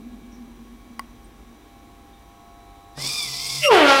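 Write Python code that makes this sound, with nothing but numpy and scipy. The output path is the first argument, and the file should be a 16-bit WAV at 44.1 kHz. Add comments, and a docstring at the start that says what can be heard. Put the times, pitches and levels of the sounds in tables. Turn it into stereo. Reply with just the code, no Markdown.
"""In a hard room, an electrical buzz and a fading low drone sound over hiss, with four faint chirps.
At 1 s a plastic part clicks close by. Near 3 s a small geared servo on a table whirs, its teeth meshing
more slowly under load as it presses the lever of a canned air horn. At 3.6 s gas squeals through the
opening valve and sets the horn's diaphragm vibrating. The note starts high and slides down to a rasp
as the diaphragm slaps shut once a cycle and excites the resonances of the bell."""
import sys
import numpy as np
from scipy import signal
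from scipy.fft import rfft, irfft
from scipy.io import wavfile

SR = 44100
rng = np.random.default_rng(int(sys.argv[2]) if len(sys.argv) > 2 else 0)


def int16_out(signal):
    """Quantize to a 16-bit WAV file."""
    q = np.round(np.clip(np.atleast_2d(signal).T, -1, 1) * 32767)
    wavfile.write(sys.argv[1], SR, q.astype(np.int16))


N = 176400
T = np.arange(N) / SR
HZ = np.maximum(np.arange(N // 2 + 1) * SR / N, 1)
TOP_HZ = 15750

# Vibration of the horn's diaphragm. Each row: time in seconds, fundamental in Hz.
HORN_PITCH = [(3.625, 615), (3.66, 590), (3.68, 548), (3.71, 464), (3.74, 398), (3.775, 343), (3.82, 300),
              (3.865, 281), (3.92, 273.5), (4.0, 270.5)]
# Horn envelopes. Each row: time in seconds, level of the two lowest partials in dB, of the rasp in dB.
HORN_LEVELS = [(3.615, -47.5, -90), (3.655, -15.5, -54), (3.695, -15, -37), (3.712, -10, -18),
               (3.75, -14.5, -16), (3.79, -19, -17), (3.85, -16, -17.5), (3.89, -20, -14.5),
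               (3.95, -25, -17.5), (4.0, -24, -20)]
# Resonances of the bell. Each row: frequency in Hz, relative gain in dB.
BELL_RESPONSE = [(250, -4), (820, 4), (1100, 2.5), (1300, 6), (1430, 7), (1650, -3), (2300, -4), (3300, -3),
                 (4000, -9), (4700, -9), (5600, -14.5), (8000, -28), (11000, -31), (15500, -61)]
# The horn's treble blares once the note settles. Each row: time in seconds, treble gain in dB.
BLARE_GAIN = [(3.70, -6), (3.745, -1.5), (3.79, -6), (3.865, -5.5), (3.885, 1.5), (3.95, 2), (4.0, 3.5)]
# Spectrum of the air puffs. Each row: frequency in Hz, relative level in dB.
AIR_SPECTRUM = [(100, -18), (220, -10), (400, 1), (3000, -1), (6000, -18), (11000, -22), (15500, -37)]
# Squeal of the valve. Each row: time in seconds, pitch in Hz, level in dB.
SQUEAL = [(3.61, 2866, -57), (3.64, 2820, -22.5), (3.66, 2788, -21), (3.683, 2804, -18.5),
          (3.70, 2850, -52)]
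# Harmonics of the squeal. Each row: harmonic number, relative level in dB.
SQUEAL_HARMONICS = [(1, 0), (2, -9.5), (3, -19), (4, -17), (5, -33)]
# Gusts of escaping air. Each row: start in seconds, level in dB.
GUSTS = [(3.702, -29.5), (3.868, -40)]

# Rate at which the servo's teeth meet. Each row: time in seconds, mesh frequency in Hz.
MESH_PITCH = [(2.96, 900), (3.03, 1080), (3.085, 1205), (3.16, 1212), (3.23, 1165), (3.28, 1020),
              (3.34, 995), (3.42, 1060), (3.53, 1098), (3.63, 990)]
# Servo envelopes. Each row: time in seconds, rattle level in dB, whine level in dB.
SERVO_LEVELS = [(2.945, -67, -69), (2.98, -39.5, -44.5), (3.03, -29, -36.5), (3.08, -28, -34.5),
                (3.22, -29.5, -30.5), (3.31, -30.5, -46), (3.42, -30, -37), (3.54, -28.5, -37.5),
                (3.64, -30.5, -42), (3.70, -43, -63)]
# Spectrum of the gear rattle. Each row: frequency in Hz, relative level in dB.
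RATTLE_SPECTRUM = [(120, -42), (200, -10), (352, -23.5), (454, -12), (653, -41), (690, -10), (755, -19),
                   (1070, -12.5), (1780, -28.5), (2330, -6.5), (3010, -15), (3550, -3.5), (3890, -9.5),
                   (4840, 2), (6130, -7.5), (8660, -12), (15500, -23)]
# Resonances of the gearbox. Each row: frequency in Hz, half-width in Hz, relative level in dB.
GEARBOX_MODES = [(3540, 55, -13), (4900, 140, -10), (5450, 92, -9.5), (7970, 200, -17)]
# Harmonics of the whine. Each row: multiple of the mesh frequency, relative level in dB.
WHINE_HARMONICS = [(1, -12), (2, 0), (3, -10), (4, -2), (5, -12), (6, -17)]
# A tight spot scrapes about every second turn of the wheel. Each row: start in seconds, level in dB.
SCRAPES = [(2.97, -44), (3.01, -32), (3.07, -27), (3.121, -28), (3.171, -29), (3.222, -28), (3.41, -37),
           (3.462, -26), (3.521, -28), (3.58, -35)]
# Spectrum of the scrapes. 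Each row: frequency in Hz, relative level in dB.
SCRAPE_SPECTRUM = [(2000, -20), (4500, -5), (5500, -2), (6600, -19), (8000, 6), (10700, -1), (15500, -23)]
# The linkage takes up its slack. Each row: start in seconds, level in dB.
LINKAGE_KNOCKS = [(2.974, -33.5), (3.041, -34.5)]
# Hum of the board under the servo. Each row: time in seconds, level in dB.
BOARD_LEVEL = [(2.955, -60), (2.985, -38.5), (3.07, -41.5), (3.18, -61), (3.31, -43), (3.41, -54),
               (3.52, -46), (3.61, -36.5), (3.70, -56)]

# Contacts within the one click. Each row: start in seconds, relative level in dB.
CLICK_CONTACTS = [(.9937, -8.5), (0.9947, 1), (.9972, -11)]
# Modes of the plastic part. Each row: frequency in Hz, relative level in dB, 60 dB decay in seconds.
CLICK_MODES = [(980, -33, .025), (1097, 3.5, 0.037), (1400, 3, 0.016), (1980, 4.5, 0.0079),
               (2830, -8.5, .007), (4650, -2, 0.0091), (9100, -1, 0.0048), (12100, -23, .008)]
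# Partials of the electrical buzz. Each row: frequency in Hz, early level in dB, late level in dB.
BUZZ_PARTIALS = [(47.5, -51.5, -57.5), (296, -65.5, -69), (698.4, -68.5, -54.5), (801, -64.5, -54),
                 (988, -76, -65.5), (1104, -65.5, -59), (1302, -81.5, -65.5), (1663, -72.5, -75),
                 (2284, -68, -68.5), (2220, -80, -92), (2380, -73.5, -84), (3250, -76, -78),
                 (3660, -78, -75), (3935, -75, -69.5), (5954, -78, -83)]
# Chirps. Each row: start in seconds, frequency in Hz, half-width in Hz, decay in seconds, level in dB.
CHIRPS = [(0.319, 5740, 260, .04, -55), (1.243, 8600, 160, 0.0099, -54), (1.61, 3530, 100, 0.057, -70),
          (2.13, 3680, 90, .04, -59.5)]
# Spectrum of the room noise. Each row: frequency in Hz, relative level in dB.
HISS_SPECTRUM = [(15, -20), (25, -4), (59, 0.5), (160, -11), (305, -7), (582, -17.5), (804, -15),
                 (871, -17.5), (1020, -16), (1110, -14.5), (1240, -20), (1490, -22), (2300, -23),
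                 (2700, -25), (3830, -26), (4380, -30), (15500, -35)]
# Stereo width of the room noise. Each row: frequency in Hz, relative gain of the side signal in dB.
HISS_WIDTH = [(50, -44), (140, -20), (300, -12.5), (900, -1.5), (2000, -1), (6000, -3), (12000, -7.5)]

# Level differences for horn, servo and quiet sounds. Each row: frequency in Hz, left minus right in dB.
HORN_BALANCE = [(60, 4), (110, 3), (200, -3.5), (380, -9), (700, -3.0), (1290, -1.5), (2380, 0),
                (4400, 0.0), (8120, -1.5), (15000, -3)]
SERVO_BALANCE = [(60, 0.0), (110, 0.5), (200, -2.5), (380, -2.0), (700, 0), (1290, -1.5), (2380, 1.5),
                 (4400, 1.5), (8120, 1), (15000, 2)]
QUIET_BALANCE = [(60, -0.5), (110, 2.5), (200, 1.5), (380, -5), (700, -1.0), (1290, -4.5), (2380, 3.5),
                 (4400, 4), (8120, -1.5), (15000, 3)]
# Phase differences for the same three. Each row: frequency in Hz, lead of the left channel in radians.
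HORN_LEAD = [(0, 0), (280, 0.73), (1290, 1.16), (1900, 0.79), (2760, 0.66), (5900, .15), (15000, 0.54)]
SERVO_LEAD = [(0, 0), (1120, 1), (1890, 0.8), (4000, 0.51), (5800, 0.25), (7200, 0.64), (15000, 0.59)]
QUIET_LEAD = [(0, 0), (240, 0.23), (800, 0.9), (1200, 0.99), (2400, 1.4), (4000, 0.37), (8000, 0.47)]


def horn():
    """Self-sustained oscillation: the diaphragm first swings smoothly, then slaps shut once a cycle."""
    hz = curve(HORN_PITCH) * (1 + .004 * walk(119.5))
    phase = turn(hz)
    # The second partial starts sharp and weak, then locks to the octave.
    sharp = .28 * fade_out(3.69, width_s=.0322)
    second = amp(1 - 41 * sharp) * np.sin(turn(hz * (2 + sharp)))
    low = unit(np.sin(phase) + second) * swell(HORN_LEVELS)
    bright = bell_rasp(hz, phase)
    return room(low, wet_db=-4, side_db=-1) + room(bright, wet_db=-1, side_db=-4.5)


def bell_rasp(hz, phase):
    """Source and filter: the bell's resonances weight the overtones, and air puffs out once a cycle."""
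    on = T > HORN_LEVELS[0][0]
    rasp = np.zeros(N)
    for k in range(3, 58):
        gain = amp(db_at(BELL_RESPONSE, k * hz[on])) * (k * hz[on] < TOP_HZ)
        rasp[on] += gain * np.sin(k * phase[on] + rng.uniform(0, np.pi))
    rasp[on] = unit(rasp[on])
    puffs = unit(colour(noise() * (1 + np.cos(phase)), AIR_SPECTRUM))
    air_db = -5 + 5 * fade_out(3.87, width_s=.016)  # more air escapes until the note settles
    bright = (rasp + amp(air_db) * puffs) * swell(HORN_LEVELS, column=2)
    treble = signal.sosfiltfilt(signal.butter(4, 3840, "high", fs=SR, output="sos"), bright)
    return bright + treble * (amp(curve(BLARE_GAIN)) - 1)


def valve():
    """Flow through a constriction: gas squeals and spits through the barely open valve."""
    phase = turn(curve(SQUEAL) * (1 + .013 * walk(370)))
    tone = unit(sum(amp(db + 1.4 * walk(200)) * np.sin(k * phase) for k, db in SQUEAL_HARMONICS))
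    gas = band(2110, 110) + amp(6) * band(2760, 240) + amp(-8) * band(8000, 4400)
    spit_s, spit_width_s = 3.646, .02
    spit = gas * amp(-25) * np.exp(-((T - spit_s) / spit_width_s) ** 2)
    return room(tone * swell(SQUEAL, column=2) + spit, wet_db=-10.5, side_db=0)


def gusts():
    """Turbulence: escaping air buffets the microphone ports with a separate low rumble at each."""
    rumble = np.array([band(110, 45), band(110, 45)])
    return rumble * bursts(GUSTS, decay_s=.044, attack_s=.0061)


def servo():
    """Forced vibration: meshing gears shake the case, the linkage knocks and the board beneath hums."""
    meshes_per_turn, throb_db, board_hz = 28, 1.07, 134.8
    mesh_hz = curve(MESH_PITCH)
    phase = turn(mesh_hz * (1 + .005 * walk(70)))
    wheel = phase / meshes_per_turn
    throb = amp(throb_db * (np.sin(wheel) + np.sin(wheel / 2)))  # with each turn and every second turn
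    rattle = gear_rattle(phase) * swell(SERVO_LEVELS) * throb
    scrapes = gear_scrapes()
    whine = gear_whine(mesh_hz, phase) * swell(SERVO_LEVELS, column=2) * throb
    knocks = bursts(LINKAGE_KNOCKS, decay_s=.024) * band(440, 900)
    hum = np.sqrt(2) * np.sin(turn(board_hz * (1 + .018 * walk(22)))) * swell(BOARD_LEVEL)
    tones = room(whine, wet_db=-6, side_db=-6) + hum
    return tones + room(rattle + scrapes + knocks, wet_db=-3, side_db=-8.5)


def gear_rattle(phase):
    """Impact excitation: each tooth gives an uneven pulse of noise, over the gearbox's resonances."""
    tooth_cycle = phase / (2 * np.pi) % 1
    impacts = noise() * np.exp(-tooth_cycle / .59) * amp(1.5 * walk(500))
    modes = sum(amp(db) * band(hz, width) for hz, width, db in GEARBOX_MODES)
    return unit(colour(impacts, RATTLE_SPECTRUM)) + modes


def gear_whine(mesh_hz, phase):
    """Resonance: the mesh sounds a harmonic series; the case rings as the third harmonic nears its mode."""
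    case_hz, case_width_hz = 3540, 86
    whine = sum(amp(db + 2.3 * walk(44)) * np.sin(k * phase + .25 * walk(150))
                for k, db in WHINE_HARMONICS)
    response = 1 / np.hypot(1, (3 * mesh_hz - case_hz) / case_width_hz)
    ring = amp(1) * response * np.sqrt(2) * np.cos(3 * phase)
    return unit(whine) + ring


def gear_scrapes():
    """Friction: a tight spot in the gears rubs in short bursts of grainy, high noise."""
    grain = unit(colour(noise() * amp(3.5 * walk(900)), SCRAPE_SPECTRUM))
    return grain * bursts(SCRAPES, decay_s=.016, attack_s=.0024)


def click():
    """Damped free vibration: a plastic part snaps close by and rings, too small to radiate bass."""
    snap = np.zeros(N)
    for start, db in CLICK_CONTACTS:
        age = np.maximum(T - start, 0)
        for hz, mode_db, t60 in CLICK_MODES:
            snap += amp(db + mode_db) * np.sin(2 * np.pi * hz * age) * 1000 ** (-age / t60)
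        crack = noise() * burst(start, decay_s=.0008, attack_s=.0001)
        snap += amp(db - 4.5) * crack
    thin = signal.sosfilt(signal.butter(2, 760, "high", fs=SR, output="sos"), snap)
    return room(thin * amp(-25.5), wet_db=-20.5, side_db=2)


def buzz():
    """Superposition: wavering partials form an electrical buzz that slowly swells, with a thin sizzle."""
    late = np.interp(T, [1.16, 2.68], [0, 1])
    partials = np.zeros(N)
    for hz, early_db, late_db in BUZZ_PARTIALS:
        db = early_db + (late_db - early_db) * late + 2.2 * walk(3.2)
        partials += np.sqrt(2) * amp(db) * np.sin(turn(hz + .94 * walk(5.1)))
    sizzle = band(5830, 110) * amp(-74.5)
    return partials + sizzle


def drone():
    """Beating within a narrow noise band: a low drone flutters and fades over a softer rustle."""
    flutter = band(236.3, 9) * amp(-39 - 11 * T)
    rustle = band(295, 107) * amp(-53 - 2.9 * T)
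    return flutter + rustle


def chirps():
    """Narrow-band noise has a pitch: brief bursts of it are heard as faint, high chirps."""
    return sum(band(hz, width) * amp(db) * burst(start, decay) for start, hz, width, decay, db in CHIRPS)


def hiss():
    """Coherence: room noise is alike in both channels in the bass and wide in the middle range."""
    side = colour(unit(colour(noise(), HISS_SPECTRUM)), HISS_WIDTH)
    mid = unit(colour(noise(), HISS_SPECTRUM))
    return spread(mid, side, side_db=1) * amp(-51)


def room(x, wet_db, side_db):
    """Reverberation: the direct sound is followed by a dense tail whose treble dies first."""
    low_t60_s, treble_t60_s, delay_s = .63, .31, .0037
    t = T[:SR]
    crossover = signal.butter(2, 3000, fs=SR, output="sos")
    tails = []
    for _ in range(2):
        reflections = rng.standard_normal(SR)
        low = signal.sosfiltfilt(crossover, reflections)
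        tail = low * 1000 ** (-t / low_t60_s) + (reflections - low) * 1000 ** (-t / treble_t60_s)
        tail *= (t > delay_s) / np.sqrt(SR * low_t60_s / (2 * np.log(1000)))
        tails.append(signal.fftconvolve(x, tail)[:N] * amp(wet_db))
    return spread(x + tails[0], tails[1], side_db) / np.hypot(1, amp(wet_db))


def place(x, balance, lead):
    """Localisation: level and phase differences between the channels give a sound its direction."""
    hz = np.maximum(np.arange(N + 1) * SR / (2 * N), 1)
    radians = np.interp(hz, *np.array(lead, float).T)
    left = amp(db_at(balance, hz) / 2) * np.exp(.5j * radians)
    return irfft(rfft(x, 2 * N) * np.array([left, 1 / left]), 2 * N)[:, :N]


def spread(mid, side, side_db):
    """Sum and difference stereo: the side signal adds on the left and subtracts on the right."""
    return mid + amp(side_db) * side * np.array([[1], [-1]])


def amp(db):
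    """Amplitude ratio of a level in decibels."""
    return 10 ** (np.asarray(db) / 20)


def unit(x):
    """Normalisation to an RMS of 1."""
    return x / np.sqrt(np.mean(x ** 2))


def curve(table, column=1):
    """Linear interpolation of a column over time."""
    rows = np.array(table, float)
    return np.interp(T, rows[:, 0], rows[:, column])


def swell(table, column=1):
    """Amplitude envelope from a dB column, silent before the first row."""
    return amp(curve(table, column)) * (T > table[0][0])


def fade_out(centre_s, width_s):
    """Smooth transition from 1 to 0."""
    return (1 - np.tanh((T - centre_s) / width_s)) / 2


def burst(start, decay_s, attack_s=.0013):
    """Transient envelope: a quick rise and an exponential decay."""
    age = np.maximum(T - start, 0)
    return (1 - np.exp(-age / attack_s)) * np.exp(-age / decay_s)


def bursts(events, decay_s, attack_s=.0013):
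    """Sum of transient envelopes, each with its own start and level."""
    return sum(amp(db) * burst(start, decay_s, attack_s) for start, db in events)


def turn(hz):
    """Phase in radians as the integral of frequency."""
    return 2 * np.pi * np.cumsum(hz) / SR


def db_at(points, hz):
    """Interpolation of a spectrum on a logarithmic frequency axis."""
    rows = np.array(points, float)
    return np.interp(np.log(hz), np.log(rows[:, 0]), rows[:, 1])


def colour(x, points):
    """Filtering by multiplication of spectra."""
    return irfft(rfft(x) * amp(db_at(points, HZ)), N)


def noise():
    """White noise: equal mean power at all frequencies."""
    return rng.standard_normal(N)


def band(hz, width_hz):
    """Noise in one resonance, with an RMS of 1."""
    return unit(irfft(rfft(noise()) / (1 + ((HZ - hz) / width_hz) ** 2), N))


def walk(rate_hz):
    """Smooth random fluctuation, with an RMS of 1."""
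    return unit(irfft(rfft(noise()) * np.exp(-(HZ / rate_hz) ** 2), N))


def scene():
    """Superposition: the sources, placed in stereo, add to the room noise."""
    quiet = place(buzz() + drone() + chirps() + click(), QUIET_BALANCE, QUIET_LEAD) + hiss()
    whir = place(servo(), SERVO_BALANCE, SERVO_LEAD)
    blast = place(valve() + horn(), HORN_BALANCE, HORN_LEAD)
    return quiet + whir + blast + gusts()


def record(dry):
    """Clipping and band limiting: peaks stop at full scale, and a steep low-pass cuts the top."""
    lowpass = signal.ellip(10, .1, 70, TOP_HZ, fs=SR, output="sos")
    return signal.sosfilt(lowpass, np.clip(dry, -1, 1))


dry = scene()
out = record(dry)
int16_out(out)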